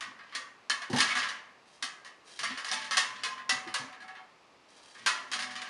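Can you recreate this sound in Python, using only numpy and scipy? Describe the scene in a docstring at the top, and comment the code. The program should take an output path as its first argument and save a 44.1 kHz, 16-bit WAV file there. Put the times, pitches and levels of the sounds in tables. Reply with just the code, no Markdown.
"""An empty stainless steel tank is tipped, set down and turned by its rim in a quiet living room.
From the start it drags, its bottom drums, and loose latches knock on the thin wall, which rings.
Soon the rim sings and the bottom booms at a knock or a landing; after a second the tilted tank hums.
Then a hand slides over the steel. From about 2.5 s a latch's wire loop clinks and the rocking tank
moans now and then. Near the end the hand slides again, and a last move sets the latches chattering."""
import sys
import numpy as np
from scipy import signal
from scipy.fft import rfft, irfft
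from scipy.io import wavfile
from scipy.ndimage import uniform_filter1d

SR = 44100
rng = np.random.default_rng(int(sys.argv[2]) if len(sys.argv) > 2 else 0)


def store_pcm(level_fs):
    """Save levels as 16-bit WAV."""
    pcm = np.round(np.clip(level_fs, -1, 1) * 32767).astype(np.int16)
    wavfile.write(sys.argv[1], SR, np.atleast_2d(pcm).T)


N = 250929
RING_TIME = np.arange(SR) / SR  # one second: the time axis of one ring

# how strongly the wall rings, from low to high: (frequency [Hz], level [dB])
WALL_SPECTRUM = [(60, -29), (250, -27.5), (650, -8), (900, -11.5), (1130, 1.5), (1420, -4.5), (1640, 4.5),
                 (1880, 2), (2350, -4), (3050, 0), (3480, -1), (4350, 0), (6900, -6.5), (7900, -14),
                 (9300, -6.5), (11500, -28)]
# each move of the tank: (start [s], length [s], drag level [dB], drumming level [dB])
MOVES = [(0, 0.014, -50, -54.5), (0.198, 0.14, -54, -72), (0.942, 0.3, -34.5, -59),
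         (2.367, 0.15, -40, -55.5), (2.686, 0.069, -34.5, -58.5), (3.014, 0.22, -43, -63),
         (3.668, 0.54, -65, -64.5), (4.95, 0.23, -46.5, -59), (5.24, 0.48, -43.5, -63)]


def amp(db):
    """Turns decibels into a factor to multiply by."""
    return 10 ** (np.asarray(db) / 20)


def unit(x):
    """Scales a signal to an average size (rms) of 1."""
    return x / np.sqrt(np.mean(x ** 2) + 1e-20)


def read(points, hz):
    """Looks up a value between rows of (frequency [Hz], value), on a log-frequency axis."""
    f, value = np.transpose(points)
    return np.interp(np.log(hz + 1), np.log(f + 1), value)


def level(events, rise_s, sag_db_per_s, release_s):
    """Volume curve from (start [s], length [s], level [dB]): each event rises, drifts, then dies away."""
    power = np.zeros(N)
    for start, length, db in events:
        t = np.maximum(np.arange(N) / SR - start, 0)
        held = np.minimum(t / rise_s, 1) * amp(db - sag_db_per_s * np.minimum(t, length))
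        power += (held * np.exp(-np.maximum(t - length, 0) / release_s)) ** 2
    return np.sqrt(power)


def add(mix, s, sound):
    """Mixes a sound in at s seconds."""
    part = mix[max(round(s * SR), 0):][:len(sound)]
    part += sound[:len(part)]


def waver(size):
    """A random wobble, smoothed over size samples."""
    return unit(uniform_filter1d(uniform_filter1d(rng.standard_normal(N), size), size))


def noise(spectrum, size):
    """Noise shaped by rows of (frequency [Hz], level [dB])."""
    gain = amp(read(spectrum, np.fft.rfftfreq(size, 1 / SR)))
    return unit(irfft(rfft(rng.standard_normal(size)) * gain, size))


def fading(spectrum, t60):
    """Noise whose bands each have their own fade time (t60: the time to fall by 60 dB)."""
    hz, t, bands = signal.stft(noise(spectrum, SR), SR, nperseg=256)
    fade = np.exp(-np.log(1000) * t / read(t60, hz)[:, None])
    return signal.istft(bands * fade, SR, nperseg=256)[1][:SR]


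def resonate(x, hz, width_hz):
    """Keeps a narrow band of a sound, so that it rings."""
    return unit(signal.lfilter(*signal.iirpeak(hz, hz / width_hz, fs=SR), x))


def tones(modes, waver_hz, waver_db, size):
    """Held modes (an object's natural tones); each wobbles in level and pitch on its own."""
    out = np.zeros(N)
    for hz, db in modes:
        gain = amp(db + waver_db * waver(size))
        out += gain * np.sin(2 * np.pi * np.cumsum(hz + waver_hz * waver(size)) / SR)
    return out


def rings(modes, count, spread_db):
    """Rings of one object struck at count spots; each spot mixes the modes differently."""
    hz, db, t60 = np.transpose(modes).astype(np.float32)[:, :, None]
    t = RING_TIME.astype(np.float32)
    waves = np.sin(np.float32(2 * np.pi) * hz * t) * np.exp(np.float32(-np.log(1000)) * t / t60)
    size, sign = rng.standard_normal((count, 2, len(hz))).transpose(1, 0, 2)
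    weight = amp(db.T + spread_db * np.clip(size, -2, 2)) * np.sign(sign)
    weight /= np.sqrt((weight ** 2).sum(1, keepdims=True) / 2)
    return weight.astype(np.float32) @ waves


def spot_colour(uneven_db=7.0, even_hz=6500):
    """The spectrum of one spot on the wall: it favours some groups of modes, less so in the treble."""
    hz = np.arange(60, 12000, 110)
    chance = np.clip(rng.standard_normal(len(hz)), -2, 2)
    favour_db = uneven_db * (chance - uniform_filter1d(chance, size=5)) / (1 + (hz / even_hz) ** 2)
    return np.transpose([hz, read(WALL_SPECTRUM, hz) + favour_db])


def wall(count, main_db=-3.0, crowd_db=-13, clash_db=-3):
    """The thin wall struck at count spots: main modes, a crowd of weak ones, and a noisy clash."""
    # the wall's main modes: (frequency [Hz], level [dB])
    main_modes = [(753, -18), (885, -13), (1012, -8), (1030, -8), (1094, -5), (1126, -2), (1176, -5),
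                  (1215, -6), (1246, -7), (1312, -5), (1416, -11), (1580, -3), (1653, 3), (1698, -1),
                  (1787, -2), (1850, 2), (1898, -1), (1967, 0), (2066, -5), (2174, 0), (2549, -4),
                  (2600, -6), (2844, -4), (2914, -3), (3026, 0), (3108, -1), (4270, 0)]
    # how long they ring: (frequency [Hz], fade time [s])
    main_fades = [(600, 1), (1100, 0.62), (1700, 0.25), (2200, 0.36), (4000, 0.036)]
    # how long the crowd and the clash ring: (frequency [Hz], fade time [s])
    crowd_fades = [(200, 1), (1000, 0.71), (2000, 0.63), (4000, 0.31), (7000, 0.37), (11000, 0.21)]
    hz, db = np.transpose(main_modes)
    main = np.transpose([hz, db, read(main_fades, hz)])
    hz = np.linspace(900, 6000, 150) + rng.uniform(-17, 17, 150)
    crowd = np.transpose([hz, read(WALL_SPECTRUM, hz), read(crowd_fades, hz)])
    clash = np.array([fading(spot_colour(), crowd_fades) for _ in range(count)])
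    return (amp(main_db) * rings(main, count, spread_db=2.8)
            + amp(crowd_db) * rings(crowd, count, spread_db=3.4) + amp(clash_db) * clash)


def hush(db=-61):
    """The room's faint, steady background noise."""
    # its tone colour: (frequency [Hz], level [dB])
    spectrum = [(15, -51), (25, -27.5), (233, -8.5), (907, -6.5), (1200, -5.5), (1370, -12.5), (2730, -12),
                (3110, -17), (4690, -18), (11500, -37.5), (22000, -120)]
    return amp(db) * noise(spectrum, N)


def drag(slips_per_s=40, size_db=7, drag_db=-1, low_hz=1600, soft_hz=5000):
    """Small uneven slips ring the wall at changing spots; light contact barely stirs the low modes."""
    out, spots = np.zeros(N), wall(count=6)
    drags = [(s, length, db) for s, length, db, _ in MOVES]
    force = level(drags, rise_s=0.083, sag_db_per_s=14.5, release_s=0.065)
    contact = signal.butter(1, [low_hz, soft_hz], "band", fs=SR)
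    for ring in spots:
        slipping = rng.random(N) < slips_per_s / SR
        slips = slipping * amp(size_db * np.minimum(rng.exponential(1, N), 3))
        out += signal.oaconvolve(unit(slips) * force, unit(signal.lfilter(*contact, ring)))[:N]
    return amp(drag_db) * out / np.sqrt(len(spots) * SR)


def bottom():
    """Rubbing under the base makes the tank's bottom sound like a drum."""
    # the bottom's modes: (frequency [Hz], width [Hz], level [dB])
    drum_modes = [(122, 7.4, 0), (224.7, 9, 9.5), (261.3, 16, 10.5)]
    rub = noise([(40, -13), (110, 0.0), (280, 0.0), (600, -15), (2000, -64)], N)
    drum = sum(amp(db) * resonate(rub, hz, width) for hz, width, db in drum_modes)
    rubs = [(s, length, db) for s, length, _, db in MOVES]
    return unit(drum) * level(rubs, rise_s=0.091, sag_db_per_s=18, release_s=0.075)


def contacts(rebound, first_s=.004, last_s=.022):
    """A loose latch hits once, then bounces three times."""
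    train = np.zeros(SR // 10)
    train[0] = 1
    for when, sign in zip(rng.random(3), rng.choice([-1, 1], 3)):
        add(train, first_s + (last_s - first_s) * when, [rebound * sign])
    return train / np.linalg.norm(train)


def knocks(knock_db=-6.5, crack_db=2, crack_s=0.023, snap_db=-1, snap_s=0.0025,
           treble_db=5, split_hz=3200, thin_hz=260):
    """Each latch knock snaps, cracks and rings the wall, with its own loudness and brightness."""
    # latches hit the wall: (time [s], level [dB], treble against that level [dB], bounce strength [ratio])
    hits = [(.008, -30, -10.5, 0.34), (0.191, -41, -25, 0.79), (0.325, -35, -26, 0.92),
            (.350, -31, -2, 0.16), (.698, -22.5, -5, 0.054), (0.819, -33, -12.5, 0.12),
            (0.9, -41.5, -1.5, 0.13), (.930, -27, -13, 0.16), (.962, -26.5, -3.5, 0.53),
            (.986, -23.5, -3.5, 0.39), (1.004, -18.5, -3, 0.095), (1.092, -24.5, -12, 0.7),
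            (1.153, -22, -10.5, 0.85), (1.174, -30.5, -3.5, 0.74), (1.229, -27.5, -13, 0.25),
            (1.288, -35, -3.5, 0.3), (1.825, -30, -1, 0.22), (2.048, -41.5, -7, 0.5),
            (2.391, -32, -3.5, 0.16), (2.433, -26, -5.5, 0.48), (2.575, -29.5, -11, 0.7),
            (2.646, -30.5, -6.5, 0.31), (2.683, -33.5, -7.5, 0.32), (2.715, -25.5, -2.5, 0.64),
            (2.817, -42, -3, 0.37), (2.843, -38.5, -4, 0.23), (2.910, -23, -6.5, 0.58),
            (2.970, -21, -0.5, 0.2), (2.977, -23.5, -4, .15), (3.235, -25.5, -5, 0.42),
            (3.379, -36, -22, 0.37), (3.494, -22.5, -2, 0.15), (3.675, -34.5, -14.5, 0.27),
            (3.741, -26.5, -2, 0.17), (3.882, -44, -26, 0.26), (3.928, -40.5, -20, 0.19),
            (4.004, -43.5, -11, .7), (4.080, -39.5, -17.5, 0.25), (4.153, -39.5, -24, 0.45),
            (4.951, -43.5, -39, 0.75), (5.062, -20.5, -4, 0.28), (5.072, -23, -6.5, 0.34),
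            (5.316, -29, -3.5, 0.51), (5.333, -29, -4.5, 0.28), (5.391, -32, -2.5, 0.35),
            (5.424, -33, -5.5, 0.18), (5.509, -45, 0, 0.18), (5.555, -32.5, -10, 0.84),
            (5.617, -32.5, -10, 0.13)]
    # the small latch's own snap: (frequency [Hz], level [dB])
    snap_spectrum = [(500, -35), (2500, -36), (4200, 32.5), (5800, 27), (8000, -38), (10000, 26),
                     (11500, -36)]
    out, low_pass = np.zeros(N), signal.butter(2, split_hz, fs=SR)
    for (s, db, bright_db, rebound), ring in zip(hits, wall(len(hits))):
        crack = amp(crack_db) * noise(spot_colour(), SR) * np.exp(-RING_TIME / crack_s)
        blow = signal.fftconvolve(ring + crack, contacts(rebound))
        snap = amp(snap_db) * noise(snap_spectrum, size=1024) * np.exp(-RING_TIME[:1024] / snap_s)
        add(blow, 0, snap)
        clang = signal.filtfilt(*low_pass, blow, padtype=None)
        treble = amp(bright_db + treble_db) * (blow - clang)
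        add(out, s, amp(db + knock_db) * (clang + treble))
    return signal.lfilter(*signal.butter(2, thin_hz, "high", fs=SR), out)  # thin steel gives little bass


def rim(waver_db=2, twin_db=-8, twin_split=.012, rise_s=.018):
    """Some blows set single modes of the rim singing, wavering as the tank rocks."""
    # the rim's notes: (time [s], frequency [Hz], level [dB], fade time [s])
    notes = [(.351, 1864, -35.5, 0.41), (.351, 4270, -27, 0.076), (.698, 4290, -18.5, 0.083),
             (.698, 3060, -21, 0.12), (.698, 1177, -29, 0.14), (.819, 1670, -26.5, 0.092),
             (1.093, 2210, -23.5, 0.19), (1.16, 1655, -20.5, 0.12), (1.827, 1840, -39.5, 0.29),
             (2.049, 1916, -44.5, 0.3), (2.433, 2096, -25.5, 0.13), (2.716, 877, -42, 1.1),
             (2.971, 1025, -44.5, 1.9), (2.971, 1829, -19.5, 0.19), (3.237, 1043, -38, 1.24),
             (3.493, 1972, -24.5, 0.31), (3.493, 755, -38.5, 0.63), (3.741, 1655, -20, 0.12),
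             (3.999, 1670, -33, 0.1), (4.078, 1677, -35, 0.14), (4.149, 1666, -40.5, .14),
             (5.062, 1570, -13.5, .081), (5.064, 1242, -23, 0.15), (5.085, 1053, -31, 0.11),
             (5.064, 2560, -27, 0.23)]
    out = np.zeros(N)
    for s, hz, db, t60 in notes:
        swell = (1 - np.exp(-RING_TIME / rise_s)) * np.exp(-np.log(1000) * RING_TIME / t60)
        # the rim is not quite round, so each note throbs against a slightly higher twin
        twin = amp(twin_db) * np.sin(2 * np.pi * (hz * (1 + twin_split) * RING_TIME + rng.random()))
        add(out, s, amp(db) * swell * (np.sin(2 * np.pi * hz * RING_TIME) + twin))
    return out * amp(waver_db * waver(size=700))


def booms(thud_db=-9.0, thud_s=0.036, tone_db=1, tone_s=0.016, rise_s=0.0095, low_hz=85):
    """The tank's bottom thuds and booms briefly when it lands or when the wall is knocked."""
    # the bottom booms: (time [s], level [dB], pitch [Hz])
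    jolts = [(0.351, -50, 267), (0.701, -45, 265), (0.896, -27.5, 360), (0.903, -31, 133),
             (0.929, -17.5, 245), (0.929, -20, 131), (.963, -24.5, 267.6), (1.02, -37.5, 258),
             (1.158, -39, 250), (1.829, -45.5, 257), (2.407, -48.5, 144), (2.501, -37.5, 257),
             (3.521, -37, 255), (3.547, -44, 127), (3.665, -35, 343), (3.796, -39.5, 132),
             (3.833, -42, 269)]
    # the thud's tone colour: (frequency [Hz], level [dB])
    thud_spectrum = [(30, -19), (80, -12), (125, -5.5), (180, -16), (220, 1), (270, 6), (305, -12),
                     (450, -6.5), (650, -14), (850, 1.5), (1400, -39)]
    out = np.zeros(N)
    for s, db, hz in jolts:
        thud = amp(thud_db) * noise(thud_spectrum, SR) * np.exp(-RING_TIME / thud_s)
        boom = amp(tone_db) * np.sin(2 * np.pi * hz * RING_TIME) * np.exp(-RING_TIME / tone_s)
        add(out, s, amp(db) * (thud + boom) * (1 - np.exp(-RING_TIME / rise_s)))
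    return signal.lfilter(*signal.butter(2, low_hz, "high", fs=SR), out)  # too small to push deep bass


def hollow_hum():
    """Tilted off its base, the empty tank hums freely in its deepest modes."""
    # the deep modes: (frequency [Hz], level [dB])
    deep_modes = [(123.8, -8), (204.6, -3), (247.6, 1), (602.9, -2)]
    # the tank is tilted: (start [s], length [s], level [dB])
    tilts = [(1.015, 0.19, -59.5), (2.71, 0.27, -61.5), (3.15, 0.62, -66), (5.35, 0.26, -59.5)]
    hum = tones(deep_modes, waver_hz=1.57, waver_db=2, size=2200)
    return hum * level(tilts, rise_s=0.012, sag_db_per_s=4, release_s=0.14)


def hand(ring_db=-5, grip_db=1.5, grain=.25):
    """Skin hisses on the steel in fine slips and stirs the wall's high modes as its grip wavers."""
    # the hiss of skin: (frequency [Hz], level [dB])
    skin_spectrum = [(100, -26), (500, -8), (1180, -12), (3000, -10), (6000, -8), (7900, -16),
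                     (8770, -11.5), (10200, -16.5), (11500, -39), (22000, -120)]
    # the modes it stirs: (frequency [Hz], width [Hz])
    rubbed_modes = [(1670, 110), (3210, 45), (3930, 190), (4690, 64)]
    # the hand slides to find its grip: (start [s], length [s], level [dB])
    slides = [(1.64, 0.13, -68.5), (2.24, 0.11, -56.5), (4.675, 0.43, -62.5)]
    rub = noise(skin_spectrum, N) * (1 + grain * waver(size=120))
    ring = sum(resonate(rub, hz, width) for hz, width in rubbed_modes)
    volume = level(slides, rise_s=0.042, sag_db_per_s=-5, release_s=0.22)  # each slide grows louder
    return (rub + amp(ring_db) * unit(ring)) * volume * amp(grip_db * waver(size=900))


def clinks(centre_hz=5450, width_hz=650, ring_s=0.0085):
    """A latch's wire loop flips against its lever with a short, high clink."""
    # the loop flips: (time [s], level [dB])
    flips = [(2.576, -41), (2.687, -38), (2.714, -30), (3.493, -21.5)]
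    out = np.zeros(N)
    for s, db in flips:
        ring = resonate(rng.standard_normal(SR), centre_hz, width_hz)
        ring = resonate(ring, centre_hz, width_hz)  # twice, for a purer note
        add(out, s, amp(db) * ring * np.exp(-RING_TIME / ring_s))
    return out


def moan(grit=0.29):
    """Rocking feeds several wall modes and bends them; the grating contact makes them rough."""
    # the moaning modes: (frequency [Hz], level [dB])
    moan_modes = [(752, 0), (886, -12), (1126, -8), (1312, -9), (2175, -6)]
    # the tank rocks on its base: (start [s], length [s], level [dB])
    rocks = [(2.70, 0.023, -41.5), (2.96, 0.014, -31.5), (3.64, 0.16, -53.5), (3.885, 0.085, -52.5),
             (4.01, 0.064, -51.5), (4.06, 0.074, -51), (4.18, 0.032, -48.5), (5.32, 0.34, -50.5)]
    voice = tones(moan_modes, waver_hz=5, waver_db=2, size=500) * (1 + grit * waver(size=130))
    return voice * level(rocks, rise_s=.025, sag_db_per_s=3, release_s=.03)


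def room(x, wet_db, build_s=0.0014):
    """Adds a short, blurred echo from the room's walls and floor."""
    # how long the echo lasts: (frequency [Hz], fade time [s])
    echo_fades = [(100, 0.52), (1000, 0.21), (4000, 0.4), (11000, 0.46)]
    tail = fading([(20, 0), (20000, 0)], echo_fades) * (1 - np.exp(-RING_TIME / build_s))
    return x + amp(wet_db) * signal.oaconvolve(x, tail / np.linalg.norm(tail))[:N]


def scene():
    """The tank and the hand in a quiet room."""
    metal = room(knocks() + clinks() + drag() + hand(), wet_db=-14.0) + rim() + moan()
    base = room(booms(), wet_db=-12.5) + bottom() + hollow_hum()
    return (metal + base + hush())[None]


def record(dry):
    """Cuts away the highest treble."""
    edge_hz = 11500
    low_pass = signal.firwin(255, edge_hz, window=("kaiser", 8), fs=SR)
    return signal.oaconvolve(dry, low_pass[None], "same")


dry = scene()
out = record(dry)
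store_pcm(out)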